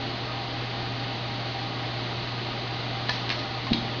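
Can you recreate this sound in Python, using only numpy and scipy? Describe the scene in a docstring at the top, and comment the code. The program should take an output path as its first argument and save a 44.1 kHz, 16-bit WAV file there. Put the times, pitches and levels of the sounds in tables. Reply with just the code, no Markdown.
"""A steady rush of air and a low hum fill a small room; near the end come light ticks and a soft bump.
The rush and hum are a fan: mains power makes it hum, and the moving air rings its housing and ducts.
The ticks are the collar fittings and claws of a dog getting up, and it bumps softly against a glass door.
A small camera with a dull microphone hears it all from close by."""
import sys
import numpy as np
from scipy import signal
from scipy.fft import rfft, irfft
from scipy.io import wavfile

SR = 44100
rng = np.random.default_rng(int(sys.argv[2]) if len(sys.argv) > 2 else 0)


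def put_to_file(sound):
    """Save the sound as 16-bit audio at rate SR, in the file named by the first command-line argument."""
    columns = np.atleast_2d(sound).T  # one column per channel
    safe = np.clip(columns, -1, 1)
    whole_steps = np.round(safe * 32767)
    wavfile.write(sys.argv[1], SR, whole_steps.astype(np.int16))


N = 176400  # 4 seconds
TOP_HZ = 7200  # upper limit of the rushing air and of the camera's sound


def fan_motor():
    """Mains power makes a slightly wavering hum, and the turning shaft adds a faint, deep tone."""
    hum_hz, shaft_hz = 120.1, 27.4
    t = np.arange(N) / SR
    waver = undb(-0.6 * wander(rate_hz=1.1))
    hum = set_level(np.sin(2 * np.pi * hum_hz * t) * waver, db=-37)
    shaft = set_level(np.sin(2 * np.pi * shaft_hz * t), db=-56.5)
    return hum + shaft


def fan_air():
    """Air rushes through the fan with a faint flutter and makes the housing and ducts ring."""
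    # how strong the rush is from low to high (frequency [Hz], relative level [dB])
    rush_tone = [(15, -23.5), (30, -5.5), (60, 0), (100, 2.5), (150, 2.5), (300, 3.5), (450, 0.5), (700, 1),
                 (1000, -3.5), (1500, -5.5), (2000, -3), (2600, -4.5), (3400, -4), (4100, -2.5),
                 (4600, -4.5)]
    # narrow bands that the room cancels (frequency [Hz], width [Hz], depth [dB])
    room_dips = [(37.7, 3.9, -15.5), (530.5, 24.5, -9), (874, 7.6, -8), (1040, 56, 0), (1697, 27, -9.5),
                 (2297, 87, -4)]
    # pitches at which the housing and ducts ring (frequency [Hz], half width [Hz], level [dB])
    housing_notes = [(271, 7.9, -50.5), (354.7, 3.3, -52), (610.5, 4.4, -53.5), (695, 17, -52),
                     (789.8, 21, -44.5), (944.5, 19, -52.5), (1112, 35, -53.5), (1237, 14, -51.5),
                     (1454, 38, -58), (1715, 26, -64), (2085, 19, -62.5), (2970, 37, -54.5)]
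    f = frequencies()
    dips_db = sum(db / (1 + (2 * (f - hz) / width) ** 2) for hz, width, db in room_dips)
    rush = noise(undb(tone_curve(rush_tone) + dips_db) * (f < TOP_HZ))
    flutter = undb(0.24 * wander(rate_hz=3.8))
    housing = sum(set_level(noise(1 / (1 + ((f - hz) / half_width) ** 2)), db)
                  for hz, half_width, db in housing_notes)
    return set_level(rush, db=-33.5) * flutter + housing


def collar_and_claws():
    """Each touch is a tiny bright scrape that echoes round the room and rings a small hard piece."""
    # touches of collar and claws (time [s], relative level [dB], scrape fade time [s],
    # treble tilt [dB per octave], ring level against the scrape [dB], piece that rings [name])
    touches = [(3.0865, -12, .005, -2, -15, "knock"), (3.0925, -7.5, .008, -5, 8.5, "knock"),
               (3.094, .5, .002, 3.5, -25, "knock"), (3.131, -14, .004, 0, -20, "knock"),
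               (3.153, -11, .0045, -3, -18, "knock"), (3.2928, -5, .0005, 1.5, -12, "clack"),
               (3.3019, -2, .0004, 2.5, -6, "clack"), (3.3097, -8, .002, -3, -4, "clack"),
               (3.313, -8, .0088, 2, -20, "clack"), (3.391, -8, .01, 1, -20, "clack"),
               (3.668, -13, .006, -3, 3.5, "tap"), (3.7298, -7, .002, 0, -10, "snap"),
               (3.733, -2.5, .0025, 0, .5, "snap")]
    # how strong a scrape is from low to high (frequency [Hz], relative level [dB])
    scrape_tone = [(200, -21), (500, -13), (950, -5), (1400, -13), (2100, -4.5), (2700, -8), (3300, -1),
                   (4000, -1), (5300, 2), (6500, -1), (8000, -14.5), (12000, -36)]
    # notes of four pieces, named for their sound (frequency [Hz], relative level [dB], ring time [s])
    knock = [(480, -13, .07), (700, -11, .06), (991, -6, .08), (1220, -11, .07), (1440, -14, .05),
             (1744, 0, .07), (3257, -5, .025), (3838, -5, .03)]
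    clack = [(1100, -5, 0.095), (1650, -6.5, 0.1), (2180, -3.5, .09), (2404, -0.5, 0.098),
             (2665, -0.5, 0.091), (3600, -5, 0.14), (3730, -9, .06)]
    tap = [(1065, 2.5, .12), (2170, -4, .06), (2230, -3.5, .06), (2520, -6, .05), (3800, -4, .04),
           (4180, -2, 0.034)]
    snap = [(2520, -10.5, .035), (2821, -2, 0.025), (3350, -5.5, .05), (3900, -4, 0.021), (3990, -4, 0.054),
            (4354, -10, 0.046), (4960, -4, .04)]
    t = np.arange(SR // 4) / SR
    pieces = {"knock": ring(knock, t), "clack": ring(clack, t),
              "tap": ring(tap, t), "snap": ring(snap, t)}
    octaves = np.log2(np.maximum(frequencies(), 1000))  # the tilt acts only above 1000 Hz
    scrapes, rings = np.zeros(N), np.zeros(N)
    for start, db, fade_s, tilt, ring_db, piece in touches:
        burst = rng.standard_normal(len(t)) * np.exp(-t / fade_s)
        scrape = shape_tone(burst, tone_curve(scrape_tone) + tilt * octaves)
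        add(scrapes, undb(db) * unit_energy(scrape), start)
        add(rings, undb(db + ring_db) * pieces[piece], start)
    return undb(2.5) * (room_echo(scrapes) + rings)


def door_bumps():
    """The dog's soft push swells into a dull thud and leaves the door ringing with low notes."""
    # bumps against the door (time [s], relative level [dB])
    bumps = [(3.7012, 0), (3.7707, -18), (3.812, -14)]
    # the door's own notes (frequency [Hz], relative level [dB], ring time [s])
    door_notes = [(55, -17, .08), (160, -5, .18), (202, -9, .3), (232.7, 0, .38), (268, -8, .2),
                  (298, -1, .22), (330, -2, .25), (362, -6, .2), (405, -10, .25)]
    push_s, thud_s, thud_hz = 0.0006, 0.0328, 230
    t = np.arange(SR // 2) / SR
    push = t * np.exp(-t / push_s)
    door = unit_energy(signal.fftconvolve(ring(door_notes, t), push)[:len(t)])
    swell = np.sin(np.pi * np.minimum(t / thud_s, 1)) ** 2
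    thud = unit_energy(np.sin(2 * np.pi * thud_hz * t) * swell)
    out = np.zeros(N)
    for start, db in bumps:
        add(out, undb(db + 3.5) * thud, start)
        add(out, undb(db + 7.5) * door, start + thud_s / 2)  # rings from the peak of the thud
    return out


def room_echo(x):
    """The walls throw a sound back as a short, smooth echo."""
    delay_s, ring_s = 0.0029, 0.46
    t = np.arange(SR // 2) / SR
    echo = unit_energy(rng.standard_normal(len(t)) * fade(t, ring_s) * (t > delay_s))
    return x + signal.fftconvolve(x, echo)[:N]


def ring(notes, t):
    """A struck object sounds several pure notes at once, each dying away at its own pace."""
    tones = (undb(db) * np.sin(2 * np.pi * hz * t) * fade(t, ring_s) for hz, db, ring_s in notes)
    return unit_energy(sum(tones))


def fade(t, ring_s):
    """Die away by 60 dB, to a thousandth, over the ring time."""
    return np.exp(-np.log(1000) * t / ring_s)


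def noise(gain):
    """Steady noise with the given strength at each frequency."""
    return irfft(rfft(rng.standard_normal(N)) * gain, N)


def wander(rate_hz):
    """A slow random drift with a typical size of one."""
    return set_level(noise(1 / (1 + (frequencies() / rate_hz) ** 4)), db=0)


def frequencies():
    """The frequencies that make up the sound, in Hz."""
    return np.maximum(np.arange(N // 2 + 1) * SR / N, 1)


def tone_curve(points):
    """Join (frequency [Hz], level [dB]) points with straight lines on a scale of octaves."""
    hz, db = np.array(points).T
    return np.interp(np.log(frequencies()), np.log(hz), db)


def shape_tone(x, db):
    """Turn each frequency up or down by the given decibels."""
    cepstrum = irfft(np.log(undb(db)), N)
    # fold the filter forward in time, so nothing is heard before the sound starts
    cepstrum[1:N // 2] *= 2
    cepstrum[N // 2 + 1:] = 0
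    response = irfft(np.exp(rfft(cepstrum)), N)[:N // 8]
    return signal.fftconvolve(x, response)[:len(x)]


def undb(db):
    """Turn decibels into a multiplier."""
    return 10 ** (np.asarray(db) / 20)


def set_level(x, db):
    """Set a sound's average (rms) level."""
    return x * undb(db) / np.sqrt(np.mean(x ** 2))


def unit_energy(x):
    """Scale a short sound to an energy of one."""
    return x / np.sqrt(np.sum(x ** 2))


def add(out, x, start):
    """Mix a short sound in at its start time, in seconds."""
    i = int(start * SR)
    out[i:i + len(x)] += x[:N - i]


def scene():
    """The fan runs throughout, and the dog's small noises come near the end."""
    return (fan_motor() + fan_air() + collar_and_claws() + door_bumps())[None, :]


def record(dry):
    """The microphone dulls the treble, and the camera cuts off the highest sounds."""
    # how well the microphone hears from low to high (frequency [Hz], gain [dB])
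    microphone_tone = [(5, -23), (22, 0.5), (4400, 1), (4700, -1.5), (5000, -7.5), (5450, -15.5),
                       (5800, -18), (6300, -19), (6600, -25), (6950, -35.5), (7300, -57.5)]
    dull = np.array([shape_tone(x, tone_curve(microphone_tone)) for x in dry])
    treble_cut = signal.ellip(10, .2, 80, TOP_HZ, fs=SR, output="sos")
    return signal.sosfilt(treble_cut, dull)


dry = scene()
out = record(dry)
put_to_file(out)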